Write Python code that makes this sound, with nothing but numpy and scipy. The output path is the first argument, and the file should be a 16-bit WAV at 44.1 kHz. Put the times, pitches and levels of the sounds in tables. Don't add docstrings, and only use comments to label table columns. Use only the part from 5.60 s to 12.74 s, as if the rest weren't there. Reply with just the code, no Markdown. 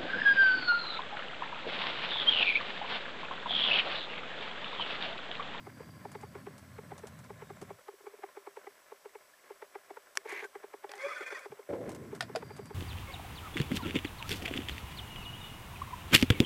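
import sys
import numpy as np
from scipy import signal
from scipy.fft import rfft, irfft
from scipy.io import wavfile
from scipy.ndimage import uniform_filter1d

SR = 44100
rng = np.random.default_rng(int(sys.argv[2]) if len(sys.argv) > 2 else 0)


def unload_audio(sound):
    columns = np.transpose(np.atleast_2d(sound))
    steps = np.round(np.clip(columns, -1, 1) * 32767)
    wavfile.write(sys.argv[1], SR, steps.astype(np.int16))


N = 315077
TIME = np.arange(N) / SR
RESTART_S, IDLE_DB = 6.089, -50

# frequency in Hz, relative level in dB.
RASP_SPECTRUM = [(100, -33), (250, -25), (400, 1), (600, -12), (1150, -5), (1350, -12), (1600, -1.5),
                 (2250, -2.5), (2800, -17), (4200, -21), (4700, -31), (6800, -24), (7500, -49),
                 (11800, -28), (15000, -45)]
# frequency in Hz, relative level in dB.
FRICTION_SPECTRUM = [(150, -13), (800, 14), (2000, 1), (4000, -1.5), (7000, 1), (9500, 0.5), (12000, -9.5),
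                     (15000, -18)]


def undb(db):
    return 10 ** (np.asarray(db) / 20)


def unit(x):
    return x / np.sqrt(np.mean(x ** 2) + 1e-20)


def gate(start, end, fade):
    return np.clip(np.minimum(TIME - start, end - TIME) / fade, 0, 1)


def swell(start, attack, length, release):
    t = TIME - start
    return np.clip(t / attack, 0, 1) * np.exp(-np.maximum(t - length, 0) / release)


def gaussian(x, width):
    return np.exp(-.5 * (x / width) ** 2)


def noise():
    return rng.standard_normal(N)


def drift(rate):
    step = int(SR / rate)
    held = np.repeat(rng.standard_normal(N // step + 1), step)
    return unit(uniform_filter1d(held, step)[:N])


def colour(x, points):
    hz, db = np.transpose(points)
    size = 2048
    bin_hz = np.arange(size // 2 + 1) * SR / size
    gain = unit(undb(np.interp(np.log(bin_hz + 1), np.log(hz), db)))
    cepstrum = irfft(np.log(gain))
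    cepstrum[1:size // 2] *= 2
    cepstrum[size // 2 + 1:] = 0
    return signal.fftconvolve(x, irfft(np.exp(rfft(cepstrum))))[:N]


def ring(x, hz, width):
    return signal.lfilter(*signal.iirpeak(hz, hz / width, fs=SR), x)


def steep_ring(x, hz, width):
    return ring(ring(x, hz, width), hz, width)


def band(hz, width):
    return unit(steep_ring(noise(), hz, width))


def cut(x, hz, kind, order):
    return signal.sosfilt(signal.butter(order, hz, kind, fs=SR, output="sos"), x)


def phase_of(hz):
    return 2 * np.pi * np.cumsum(hz) / SR


def add(out, s, x):
    i = max(int(s * SR), 0)
    out[i:i + len(x)] += x[:N - i]


def chirp(s, half_length_s, hz, glide_hz_per_s, waver=0.02):
    t = TIME - s
    bend_hz = glide_hz_per_s * np.clip(t, -2 * half_length_s, 2 * half_length_s)
    phase = phase_of((hz + bend_hz) * (1 + waver * drift(300)))
    return np.sin(phase) * gaussian(t, half_length_s)


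def housing(x):
    # frequency in Hz, bandwidth in Hz, gain in dB.
    modes = [(397.6, 18.8, 8.5), (417, 17, -4), (573, 164, 0.5), (900, 260, -3.5), (1096, 69, -0.5),
             (1510, 95, -11.5), (2110, 96, -12), (2226, 94, -3.5), (3070, 810, -14)]
    return cut(sum(undb(db) * ring(x, hz, width) for hz, width, db in modes), 399, "high", order=5)


def rotation(stop_s=2.125, start_hz=4916, idle_hz=4680, full_hz=10900, settle_s=.4):
    early, late = np.minimum(TIME, stop_s), np.maximum(TIME - RESTART_S, 0)
    restarted = TIME >= RESTART_S
    overspeed = restarted * np.exp(-(late / settle_s) ** 2)
    slowing_hz = start_hz - 520 * early - 60 * early ** 2
    whine_hz = np.where(restarted, idle_hz + (full_hz - idle_hz) * overspeed, slowing_hz)
    run_down = undb(-51 - early) * np.exp(-(TIME - early) / 0.024)
    kick_db = 2.5 * np.exp(-(late / 0.044) ** 2)
    restart = undb(IDLE_DB + 10 * overspeed + kick_db) * np.minimum(late / .006, 1)
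    return whine_hz, overspeed, run_down + restart


def hum(whine_ratio=16.5, reference_hz=1000, edge_db=2):
    whine_hz, overspeed, level = rotation()
    travel = np.cumsum(whine_hz / whine_ratio / reference_hz)
    rough = cut(noise(), reference_hz, "low", order=5)
    broad, edge = (np.interp(travel % N, np.arange(N), v) for v in (rough, ring(rough, 720, 390)))
    boom = ring(broad, 73, 25) + ring(broad, 133, 56)
    body = broad + undb(edge_db) * overspeed * edge + (1 - overspeed) * boom
    return cut(unit(body) * level, 80.5, "high", order=8)


def whine(tone_db=-24, fast_db=-14, mount_hz=4740, mount_db=-25):
    hz, overspeed, level = rotation()
    phase = phase_of(hz * (1 + .01 * drift(40) + .08 * overspeed * drift(970)))
    tone = drift(330) * np.sin(phase) + drift(260) * np.sin(2 * phase) * gate(0.5, 3.1, 0.33)
    nearness = gaussian(hz - mount_hz, width=230)
    mount = undb(mount_db + 3 * (TIME >= RESTART_S)) * nearness * band(mount_hz, width=220)
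    return level * undb(2 * drift(14)) * (undb(tone_db + fast_db * overspeed) * tone + mount)


def murmur(rest_db=-64, idle_gain_db=4.5, hiss_db=-65, whistle_hz=7882, whistle_db=-78.5):
    # frequency in Hz, relative level in dB.
    gear_spectrum = [(35, -64), (60, -37), (514, -4.5), (577, 0.5), (916, -13.5), (1030, -0.5),
                     (1230, -10.5), (1330, -4.5), (1540, -7), (1700, -4), (1900, -10), (2060, -6.5),
                     (2650, -18), (7680, -18), (15000, -26)]
    hiss_spectrum = [(30, -8.5), (200, -9), (600, 2.5), (3300, -1.5), (4200, -4), (5700, -1),
                     (6800, -4.5), (11000, -4), (15000, -7)]
    teeth = noise() * undb(3 * drift(300))
    gears = cut(colour(teeth, gear_spectrum), 2780, "low", order=4)
    mutter = unit(gears) + undb(-13) * unit(housing(noise()))
    hiss = undb(hiss_db) * colour(noise(), hiss_spectrum)
    whistle = undb(whistle_db) * np.sqrt(2) * np.sin(2 * np.pi * whistle_hz * TIME)
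    flicker_db = 1.7 * drift(35)
    _, _, hum_level = rotation()
    shaking = np.sqrt(hum_level / undb(IDLE_DB))
    return mutter * undb(rest_db + idle_gain_db * shaking + flicker_db) + hiss + whistle


def twitches(hz=406.4, sag_per_s=14, attack_s=0.0026, release_s=0.0044, lead_s_per_octave=0.0015):
    # peak time in seconds, level in dB, brightness in dB.
    events = [(0.073, -43.5, -1.5), (.207, -40.5, -13), (.457, -42.5, -.5), (.556, -39, -1),
              (.638, -42.5, -2), (0.757, -39, -4), (.873, -39, -7), (1.19, -39.5, -5.5), (1.322, -42.5, 0),
              (1.44, -38.5, -14), (1.707, -42, -2), (1.825, -41.5, -3.5), (1.907, -42, -1),
              (2.024, -40.5, -11.5), (2.109, -40.5, -1.5), (2.289, -39.5, -5), (2.34, -49, -20),
              (2.409, -54, -7), (2.444, -49.5, -18), (2.472, -39.5, -8.5), (2.541, -45, -20),
              (2.592, -50.5, -15), (2.641, -39.5, -1), (2.774, -40, -5), (2.875, -40.5, -3.5),
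              (2.974, -40.5, -4), (3.075, -41.5, -1.5), (3.324, -42.5, -4.5), (3.46, -41, -9.5),
              (3.557, -42, -5.5), (3.909, -41, -7), (4.027, -42, 0), (4.159, -39.5, -2),
              (4.31, -42.5, -0.5), (4.374, -44, 0.5), (4.66, -37.5, -10.5), (4.727, -37, -10),
              (4.829, -39, -10), (4.85, -39.5, -10), (4.959, -39, -2.5), (5.043, -39.5, -6.5),
              (5.143, -40.5, -5), (5.247, -40.5, -2), (5.466, -40.5, -8), (5.611, -38, -11),
              (5.727, -39.5, -8), (5.862, -39.5, -7), (5.925, -40, -5.5), (5.996, -41, -16),
              (6.295, -46.5, -2), (6.532, -35.5, -15), (6.7, -41.5, -7.5), (6.83, -40, -3.5),
              (6.91, -42.5, -4.5), (6.995, -37.5, -8.5), (7.111, -40.5, -6)]
    overtones_db = [0, -8.5, -13, -12, -41]
    buzz, rubs, ticks = np.zeros((3, N))
    t = np.arange(-SR // 50, SR // 25) / SR
    for s, db, bright_db in events:
        pitch_hz = hz * (1 + 0.021 * rng.standard_normal())
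        jitter, grit, scratch = rng.standard_normal((3, len(t)))
        uneven = 0.108 * unit(uniform_filter1d(jitter, size=60))
        phase = phase_of(pitch_hz * np.exp(uneven - sag_per_s * np.minimum(t, .001)))
        scatter_db = 2.5 * rng.standard_normal(len(overtones_db))
        for k, partial_db in enumerate([0, *(overtones_db + scatter_db + bright_db)], 1):
            age = t + lead_s_per_octave * np.log2(k)
            envelope = gaussian(age, np.where(age < 0, attack_s, release_s))
            partial = np.sin(k * phase + 2 * np.pi * rng.random())
            add(buzz, s + t[0], undb(db + partial_db) * envelope * partial)
        rub = undb(bright_db / 2) * gaussian(t + 0.0063, 0.0063) + undb(-13) * gaussian(t - .01, 0.039)
        add(rubs, s + t[0], undb(db) * rub * grit)
        add(ticks, s - .008, undb(db + bright_db - 12.5) * np.exp((t[0] - t) / 0.0061) * scratch)
    shell = housing(undb(-7) * buzz + cut(rubs, 2410, "low", order=3))
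    return cut(buzz, 277, "high", order=7) + shell + ring(ticks, hz=3300, width=1650)


def rattle(per_s=10, tap_db=-41, spread_db=4):
    taps = (rng.random(N) < per_s / SR) * undb(tap_db + spread_db * np.clip(noise(), -2, 1.5))
    return housing(cut(taps, 1500, "low", order=2))


def scrapes(decay_s=0.0066, again_s=0.011):
    # start in seconds, relative level in dB.
    contacts = [(0.517, -47), (0.6113, -50.5), (0.98, -47.5), (1.379, -45.5), (1.47, -43.5), (1.589, -50.5),
                (1.641, -53), (2.0148, -44.5), (4.5536, -45), (4.692, -42.5), (4.7212, -43), (4.845, -47.5),
                (5.3532, -47), (5.791, -48), (6.2917, -42.5), (6.317, -46.5), (6.348, -44), (6.55, -44),
                (6.965, -45.5), (7.056, -48.5)]
    rubs, t = np.zeros(N), np.arange(SR // 20) / SR
    touch = np.exp(-t / decay_s) * (1 - np.exp(-t / 0.000081))
    for s, db in contacts:
        add(rubs, s, undb(db - 2) * rng.standard_normal(len(t)) * touch)
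        add(rubs, s + again_s, undb(db - 9) * rng.standard_normal(len(t)) * touch)
    return colour(rubs, FRICTION_SPECTRUM)


def blips(half_length_s=.0028, rise_hz_per_s=20000):
    # peak time in seconds, pitch in Hz, peak level in dB.
    sweeps = [(1.662, 2200, -60), (2.195, 1350, -57), (3.74, 1720, -53.5)]
    return sum(undb(db) * chirp(s, half_length_s, hz, rise_hz_per_s) for s, hz, db in sweeps)


def thumps(ring_hz=570, ring_db=-37):
    # start in seconds, level in dB, centre frequency in Hz.
    impacts = [(2.009, -46.5, 200), (5.899, -55, 150), (6.13, -31.5, 464), (6.271, -39, 300)]
    thuds = sum(undb(db) * swell(s, 0.0025, 0.0062, release=0.016) * band(hz, 0.66 * hz)
                for s, db, hz in impacts)
    ringing = np.sin(2 * np.pi * ring_hz * TIME) * swell(RESTART_S, 0.0027, 0.0052, release=0.1)
    return thuds + undb(ring_db) * ringing


def linkage(crack_s=0.0028, shiver_s=0.017, knock_s=0.0093, hard_hz=12000, hard_db=-29):
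    # start in seconds, crack level in dB, knock level in dB, knock pitch in Hz.
    impacts = [(2.187, -53, -50, 506), (5.293, -42, -43, 573), (5.336, -42.5, -44, 785),
               (6.6073, -25, -32, 735), (6.624, -34.5, -35.5, 670), (6.7512, -41, -24.5, 641),
               (6.7592, -30, -30, 741), (6.7656, -48, -27, 463)]
    # frequency in Hz, bandwidth in Hz, gain in dB.
    modes = [(1410, 310, 3.5), (1800, 260, 1.5), (2400, 180, -5), (4330, 350, -6), (4820, 280, 0),
             (8300, 760, -8.5), (11440, 400, -11.5)]
    # frequency in Hz, relative level in dB.
    crack_spectrum = [(200, -15), (600, 4.5), (1200, 2.5), (1900, -3), (2800, -3), (4600, 1), (5800, -14.5),
                      (7500, -11), (11000, -19), (15000, -56)]
    cracks, knocks, t = np.zeros(N), np.zeros(N), np.arange(SR // 10) / SR
    knock_envelope = np.exp(-t / knock_s) * (1 - np.exp(-t / 0.00027))
    for s, crack_db, knock_db, knock_hz in impacts:
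        cutoff_hz = hard_hz * 2 ** (min(crack_db - hard_db, 0) / 7)
        burst = rng.standard_normal(len(t)) * (np.exp(-t / crack_s) + 0.17 * np.exp(-t / shiver_s))
        add(cracks, s, undb(crack_db) * cut(burst, cutoff_hz, "low", order=1))
        add(knocks, s, undb(knock_db) * np.sin(2 * np.pi * knock_hz * t) * knock_envelope)
    rods = sum(undb(db) * steep_ring(cracks, hz, 1.3 * width) for hz, width, db in modes)
    direct = undb(-1) * colour(cracks, crack_spectrum)
    return cut(direct + undb(8) * rods + undb(-9) * housing(cracks) + knocks, 290, "high", order=3)


def catch(chatter_db=-17.5, chatter_s=.0014, lead_s=.0003):
    # time in seconds, impulse level in dB.
    strikes = [(4.5731, -4), (5.3165, -24), (5.318, -23.5), (5.38, -30)]
    # frequency in Hz, bandwidth in Hz, gain in dB.
    modes = [(1720, 350, 8.5), (2520, 610, -5), (4540, 650, 1), (5630, 480, 2.5), (8440, 500, -9),
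             (10400, 350, -4)]
    blows, t = np.zeros(N), np.arange(SR // 100) / SR
    for s, db in strikes:
        add(blows, s, undb(db) * np.ones(1))
        chatter = rng.standard_normal(len(t)) * np.exp(-t / chatter_s)
        add(blows, s - lead_s, undb(db + chatter_db) * chatter)
    ringing = sum(undb(db) * ring(blows, hz, width) for hz, width, db in modes)
    return cut(ringing, 11300, "low", order=2) + undb(5) * housing(blows)


def rasp(start_s=4.64, end_s=4.86, attack_s=0.09, level_db=-43, sag_db_per_s=27):
    teeth = noise() * undb(3.5 * drift(500))
    chatter = unit(colour(teeth, RASP_SPECTRUM)) + undb(-9) * unit(housing(noise()))
    age = np.maximum(TIME - start_s, 0)
    level = undb(level_db - sag_db_per_s * age) * np.minimum(age / attack_s, 1)
    resonance = undb(-45) * band(hz=2100, width=520) * swell(4.67, 0.035, 0.14, 0.0081)
    squeak = undb(-42) * chirp(4.85, 0.0093, hz=1540, glide_hz_per_s=-3000)
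    return resonance + chatter * level * gate(start_s, end_s, fade=0.016) + squeak


def take_up(start_s=5.295, length_s=0.096, hz=410):
    phase = phase_of(hz * (1 + 0.048 * drift(81)))
    growl = undb(-55) * (np.sin(phase) + np.sin(2 * phase))
    rub = undb(-56) * unit(colour(noise(), RASP_SPECTRUM))
    return (growl + rub) * swell(start_s, .005, length_s, release=0.026)


def whirr(start_s=5.37, slip_s=5.49, end_s=5.875, mesh_hz=512.4, rise_hz_per_s=520, slip_hz=533):
    # frequency in Hz, bandwidth in Hz, gain in dB.
    modes = [(520, 250, -4), (1053, 110, -1.5), (1218, 95, 0.5), (1445, 92, 3.5), (1548, 55, 6),
             (1788, 41, 5.5), (2064, 115, 3.5), (2250, 95, 2.5), (2430, 85, 3), (3380, 190, -7.5),
             (4230, 160, -15.5), (4700, 200, -14), (5370, 150, -14.5), (6070, 190, -14.5), (7070, 240, -18),
             (8350, 250, -23), (9040, 370, -22), (10750, 340, -26.5)]
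    # start, attack and length in seconds, level in dB.
    surges = [(5.38, 0.042, 0.09, -44), (5.471, 0.013, 0.065, -43.5), (5.538, 0.014, 0.05, -45),
              (5.604, 0.0051, 0.031, -44), (5.661, 0.0025, 0.02, -41.5), (5.703, 0.0027, 0.025, -41.5),
              (5.745, 0.0035, 0.03, -43.5)]
    # peak time and half length in seconds, pitch in Hz, glide in Hz/s, level in dB.
    glides = [(5.437, 0.031, 2254, 3300, -41.5), (5.464, .025, 1198, 3300.5, -46.5),
              (5.496, 0.011, 2030, -2000, -42.5), (5.517, .008, 1217, -6000, -35.5),
              (5.571, 0.01, 1484, -4000, -37), (5.614, .008, 1416, -6000, -42),
              (5.622, 0.01, 3350, -9000, -52), (5.758, .007, 1930, -6000, -37.5)]
    slip = np.clip((TIME - slip_s) / .049, 0, 1)
    climbing_hz = mesh_hz + rise_hz_per_s * np.maximum(TIME - start_s, 0)
    tooth_hz = (1 - slip) * climbing_hz + slip * slip_hz
    phase = phase_of(tooth_hz * (1 + (0.0087 + .07 * slip) * drift(150)))
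    tone = sum(undb(db) * np.sin(k * phase) for k, db in enumerate([9, -9, -12], 1))
    tone_gain = undb(-59 - 11 * slip) + undb(-38.5) * gaussian(TIME - 5.455, 0.012)
    strikes = np.diff(np.floor(phase / (2 * np.pi)), prepend=0) * undb(2 * drift(500))
    drive = 0.57 * unit(strikes) + noise()
    ringing = sum(undb(db + 2.5 * drift(90)) * steep_ring(drive, hz, 1.22 * width)
                  for hz, width, db in modes)
    gearbox = unit(ringing) + undb(-21.5) * colour(noise(), FRICTION_SPECTRUM)
    surge = np.max([undb(db) * swell(s, attack, length, release=0.012)
                    for s, attack, length, db in surges], axis=0)
    throb = gearbox * np.hypot(undb(-51.5), surge)
    squeals = sum(undb(db) * chirp(s, half_s, hz, glide) for s, half_s, hz, glide, db in glides)
    mesh = np.maximum(surge / surge.max(), slip) * tone_gain * tone
    return (throb + squeals + mesh) * gate(start_s, end_s, fade=0.019)


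def scene():
    drive = twitches() + rasp() + take_up() + whirr() + hum() + whine()
    contacts = thumps() + catch() + linkage() + scrapes()
    return (drive + contacts + blips() + rattle() + murmur())[None]


def record(dry, top_hz=15250):
    return signal.sosfilt(signal.ellip(10, .2, 70, top_hz, fs=SR, output="sos"), dry)


dry = scene()
out = record(dry)
unload_audio(out)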